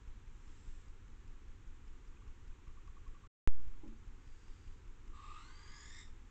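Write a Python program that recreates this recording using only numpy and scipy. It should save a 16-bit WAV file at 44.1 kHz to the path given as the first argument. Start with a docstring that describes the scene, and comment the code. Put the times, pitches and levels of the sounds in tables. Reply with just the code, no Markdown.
"""In a brick nest site at night, a barn owl with prey is heard through a trail camera.
Faint hisses and a soft chitter come first; the camera stops and restarts with a pop, and the wooden
perch rings dully as the owl shifts its weight. Then turbulent air, forced through resonances, makes
one harsh screech that rises in pitch and flutters with the throat, coloured by wall reflections.
The camera's electronics hiss and tick five times a second."""
import sys
import numpy as np
from scipy.fft import rfft, irfft, next_fast_len
from scipy.io import wavfile
from scipy.ndimage import map_coordinates

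SR = 44100
rng = np.random.default_rng(int(sys.argv[2]) if len(sys.argv) > 2 else 0)


def inscribe(sig):
    """Save sig as 16-bit PCM at rate SR to the path in sys.argv[1].

    A 1-D sig is mono; a 2-D sig holds one channel per row.
    Samples are clipped to [-1, 1] before scaling.
    """
    pcm = np.round(np.clip(np.atleast_2d(sig).T, -1, 1) * 32767)
    wavfile.write(sys.argv[1], SR, pcm.astype(np.int16))


N = 277830

# rising pitch of the screech: t/s, f/Hz
SCREECH_PITCH = [(5.12, 1171), (5.33, 1206), (5.39, 1269), (5.46, 1471), (5.55, 1589), (5.75, 1660),
                 (5.89, 1755), (5.93, 1805), (6.05, 1832)]
# upper whistles: multiple of the pitch, lowest f/Hz, width at rest/Hz, width strained/Hz, level/dB
UPPER_WHISTLES = [(2.0, 2650, 202, 140, -3.5), (2.94, 3676, 106, 470, -3), (4.04, 4860, 260, 300, -7)]
# response of the open throat and beak: f/Hz, gain/dB
THROAT_RESPONSE = [(2650, 6), (3000, -10), (3350, -7), (3700, 1), (4200, 0), (4550, -2.5), (4830, 1),
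                   (5100, -4), (5600, -4), (6400, -5), (6900, 3.5), (7500, -1)]
# breathy part of the screech: f/Hz, relative level/dB
RASP_SPECTRUM = [(600, -50), (900, 5.5), (1080, 6.5), (1190, 14), (1350, -11.5), (2100, 1.5), (2400, -5),
                 (2900, -4.5), (4150, -3.5), (4600, -11.5), (5300, -12.5), (6200, -11.5), (7000, -10.5),
                 (7480, -2), (7750, -8), (8700, -23), (9000, -59)]
# reflections off the brick walls: delay/s, gain
WALL_ECHOES = [(.0011, -0.075), (.0029, -0.099), (.0047, 0.18), (.0083, .14), (0.0134, -0.62)]
# chitter pips: t/s, level/dB, gap to a second pip/s (0 for none)
CHITTER_PIPS = [(2.129, -66, 0), (2.172, -61, 0.00046), (2.223, -68.5, 0.001), (2.269, -65, 0.015),
                (2.525, -73, 0.0032), (2.673, -65.5, .021), (2.776, -62.5, .012), (2.881, -60.5, 0.0011),
                (2.971, -60, .009), (3.069, -57, 0.0021), (3.151, -61, .017), (3.241, -59.5, 0.012)]
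# bumps on the perch: t/s, level/dB, tilt/(dB per octave)
PERCH_BUMPS = [(3.834, -44, 7), (3.855, -44, 4), (3.879, -39.5, -12), (3.919, -50.5, 5)]
# modes of the perch: f/Hz, level/dB, time to decay by 60 dB/s
PERCH_MODES = [(223.6, -8, 0.25), (310.6, 5.5, 0.053), (360, -5.5, 0.033), (570, -27.5, 0.128),
               (830, -22.5, 0.073), (1006, -33, 0.072)]
# distant hisses: t/s, duration/s, breath level/dB, whistle f/Hz, whistle level/dB
HISS_EVENTS = [(0.274, 0.7, -76, 7450, -83), (4.103, 0.79, -78, 4730, -84)]
# breath of those hisses: f/Hz, relative level/dB
HISS_SPECTRUM = [(700, -25), (1100, -12), (1600, 1.5), (3000, -1.5), (4000, -1.5), (4600, -5.5),
                 (5400, -1.5), (6500, -3.5), (7600, 0), (8500, -12.5), (9100, -38)]
# static in a tick: f/Hz, relative level/dB
TICK_SPECTRUM = [(700, -12), (1130, 4), (1600, -4.5), (2650, 3.5), (3600, -10), (4650, -14), (4950, 2),
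                 (5300, -4), (5700, -8), (7300, -4), (8600, -36)]
# self-noise of the microphone: f/Hz, relative level/dB
SELF_NOISE_SPECTRUM = [(8, -7), (25, -3.5), (50, -8), (100, -11), (230, -21.5), (500, -29), (1000, -33),
                       (2000, -38.5), (3500, -39.5), (6000, -38.5), (7400, -41.5), (8300, -55),
                       (9200, -71.5), (15000, -72)]
# the camera's notch filters: f/Hz, width/Hz, depth (0 to 1)
CAMERA_NOTCHES = [(155.2, 202, 0.75), (637.5, 645, 0.9), (4955, 8400, 0.81)]

STOP_S, RESTART_S = 3.277, 3.4748  # the camera is off between these times


def screech(start_s=5.08, peak_s=6.0, attack_s=.075, upper_attack_s=.19, flutter_hz=46, flutter_db=5):
    """Amplitude modulation: throat flutter chops the whistling air, more deeply as the owl strains."""
    t = clock()
    pitch = np.interp(t, *np.transpose(SCREECH_PITCH))
    strain = (pitch - pitch.min()) / np.ptp(pitch)
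    effort_db = -61 + np.minimum(20 * (t - peak_s), -190 * (t - peak_s))  # up 20 dB/s, down 190 dB/s
    effort = amp(effort_db) * ramp(t - start_s, attack_s) ** 2
    flutter = np.sin(2 * np.pi * np.cumsum(flutter_hz * (1 + .1 * wobble(25))) / SR)
    chop_db = flutter_db * flutter * (1 + strain) / 2
    low = lowest_whistle(pitch, strain)
    upper = ramp(t - start_s, upper_attack_s) * upper_whistles(pitch, strain)
    rasp = amp(8.5 - 22 * strain ** 2.45) * noise(RASP_SPECTRUM)  # gives way as the strain grows
    voice = amp(.3 * chop_db) * (low + rasp) + amp(chop_db) * upper
    return filtered(wall_reflections(effort * voice), lambda hz: hz < 8900)


def lowest_whistle(pitch, strain, mouth_hz=1216, half_width_hz=120):
    """Resonance: the mouth lifts this whistle until the pitch leaves it; strain adds hoarse bands."""
    skirt = amp(-7) * (1 - strain) * whistle(.93 * pitch, width_hz=96)
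    hoarse = strain * (whistle(2060, width_hz=106) + .88 * whistle(1.04 * pitch, width_hz=240))
    core = (whistle(pitch, width_hz=39) + skirt + hoarse) / np.sqrt(1 + 1.5 * strain ** 2)
    mouth_db = 18 / (1 + ((pitch - mouth_hz) / half_width_hz) ** 2)
    return amp(mouth_db - 2.5) * core


def upper_whistles(pitch, strain):
    """Source and filter: throat and beak weight three whistles near multiples of the pitch."""
    blend = ramp(strain - .7, .18)  # the widths change only near the height of the call
    out = np.zeros(N)
    for multiple, lowest_hz, rest_width, strained_width, db in UPPER_WHISTLES:
        hz = np.maximum(lowest_hz, multiple * pitch)
        relaxed = np.sqrt(1 - blend) * whistle(hz, rest_width)
        strained = np.sqrt(blend) * whistle(hz, strained_width)
        out += amp(db + level_at(THROAT_RESPONSE, hz)) * (relaxed + strained)
    return out


def whistle(hz, width_hz):
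    """Narrow-band noise: turbulent air excites a resonance that may glide."""
    drift = lambda: filtered(rng.standard_normal(N), lambda f: 1 / (1 + 1j * f / width_hz) ** 2)
    phase = 2 * np.pi * np.cumsum(hz * np.ones(N)) / SR
    return unit_rms(drift() * np.cos(phase) + drift() * np.sin(phase))


def wall_reflections(x):
    """Interference: delayed copies from close walls colour the direct sound."""
    echoes = lambda f: sum(gain * np.exp(-2j * np.pi * f * delay) for delay, gain in WALL_ECHOES)
    return filtered(x, lambda f: 1 + echoes(f))


def chitter(throat_hz=1140, overtone_hz=2480, half_width_s=.0039):
    """Gaussian tone pulses: soft pips of two partials, singly or in pairs."""
    out = np.zeros(N)
    for start, db, gap in CHITTER_PIPS:
        low_hz, high_hz = np.array([throat_hz, overtone_hz]) * (1 + .008 * rng.standard_normal(2))
        overtone_db = -72.5 - 7 * (start - CHITTER_PIPS[0][0])  # later pips are duller
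        for centre in [start, start + gap] if gap else [start]:
            near = np.abs(clock() - centre) < .03
            t = clock()[near] - centre
            tone = amp(db) * np.sin(2 * np.pi * low_hz * t)
            overtone = amp(overtone_db) * np.sin(2 * np.pi * high_hz * t)
            out[near] += np.exp(-(t / half_width_s) ** 2) * (tone + overtone)
    return out


def perch_bumps(attack_s=.009):
    """Damped modes: the wooden perch knocks dully as the owl shifts its weight."""
    out, t = np.zeros(N), np.arange(SR // 2) / SR
    for start, db, tilt in PERCH_BUMPS:
        ring = np.zeros(len(t))
        for hz, level, t60 in PERCH_MODES:
            mode_db = level + tilt * np.log2(hz / PERCH_MODES[0][0]) + rng.normal(0, 1)
            ring += amp(mode_db - 60 * t / t60) * np.sin(2 * np.pi * hz * t)
        out[round(start * SR):][:len(t)] += amp(db) * ring * (1 - np.exp(-t / attack_s))
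    return out


def far_hisses():
    """Turbulence: distant owl hisses of broadband breath, each with one weak whistle."""
    breath, out = noise(HISS_SPECTRUM), np.zeros(N)
    for start, length, db, hz, whistle_db in HISS_EVENTS:
        out += swell(start, length) * (amp(db) * breath + amp(whistle_db) * whistle(hz, width_hz=220))
    return out


def camera_ticks(first_s=.08, period_s=.2, length_s=.009, thump_hz=18, decay_s=.048, attack_s=.0056):
    """A pulse train: each electronic tick is a burst of static over a deep, damped oscillation."""
    gate, thumps = np.zeros(N), np.zeros(N)
    for beat in np.arange(first_s, N / SR - period_s / 2, period_s):
        start = beat + rng.normal(0, .0015) - length_s / 2
        gate += swell(start, length_s)
        t = np.clip(clock() - start, 0, 1)
        envelope = np.exp(-t / decay_s) * (1 - np.exp(-t / attack_s))
        thumps += amp(rng.normal(0, 1.5)) * envelope * np.cos(2 * np.pi * thump_hz * t)
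    return amp(-70) * gate * noise(TICK_SPECTRUM) + amp(-37.5) * thumps


def camera_electronics(settle_s=.11, edge_hz=7600, damping=.83):
    """Step response: a voltage jump pops at the restart; pop and self-noise pass the notch filters."""
    age = clock() - RESTART_S
    step = amp(-17) * (age >= 0) * np.exp(-np.abs(age) / settle_s)
    low_pass = lambda f: 1 / (1 - (f / edge_hz) ** 2 + 1j * damping * f / edge_hz)
    pop = filtered(step, lambda f: low_pass(f) ** 2 / (1 + 1j * f / 6000))
    notches = lambda f: np.prod([1 - depth * 1j * f * width / (hz ** 2 - f ** 2 + 1j * f * width)
                                 for hz, width, depth in CAMERA_NOTCHES], axis=0)
    return filtered(pop + amp(-53) * noise(SELF_NOISE_SPECTRUM), notches)


def noise(spectrum):
    """Spectral shaping: noise of rms 1 that falls steeply outside the given spectrum."""
    closed = [(spectrum[0][0] / 2, -120), *spectrum, (spectrum[-1][0] * 2, -120)]
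    return unit_rms(filtered(rng.standard_normal(N), lambda hz: amp(level_at(closed, hz))))


def filtered(x, response):
    """Linear filtering: the spectrum of x times a complex frequency response."""
    size = next_fast_len(N + SR // 2)
    return irfft(rfft(x, size) * response(np.fft.rfftfreq(size, 1 / SR)), size)[:N]


def level_at(points, hz):
    """Interpolation of (f/Hz, level/dB) points on a logarithmic frequency axis."""
    f, db = np.transpose(points)
    return np.interp(np.log(hz + 1), np.log(f + 1), db)


def wobble(rate):
    """Random modulation: a smooth curve with rate knots a second."""
    return map_coordinates(rng.standard_normal(int(N * rate / SR) + 4), [clock() * rate])


def swell(start, length):
    """Half-sine envelope from 0 to 1 and back."""
    return np.sin(np.pi * ramp(clock() - start, length))


def ramp(x, span):
    """Linear rise from 0 to 1 as x goes from 0 to span."""
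    return np.clip(x / span, 0, 1)


def amp(db):
    """Decibels to amplitude ratio."""
    return 10 ** (np.asarray(db) / 20)


def unit_rms(x):
    """Normalisation to rms 1."""
    return x / np.sqrt(np.mean(np.abs(x) ** 2) + 1e-20)


def clock():
    """Time t/s of every sample."""
    return np.arange(N) / SR


def scene():
    """Superposition: owl, perch and camera noise add at one microphone."""
    owl = screech() + far_hisses() + chitter()
    return (owl + perch_bumps() + camera_ticks() + camera_electronics())[None]


def record(dry):
    """Gating and band limiting: the camera is silent while stopped and passes nothing above 15.8 kHz."""
    running = np.where(clock() < RESTART_S, ramp(STOP_S - clock(), .006), 1)
    return filtered(dry[0] * running, lambda hz: hz < 15800)[None]


dry = scene()
out = record(dry)
inscribe(out)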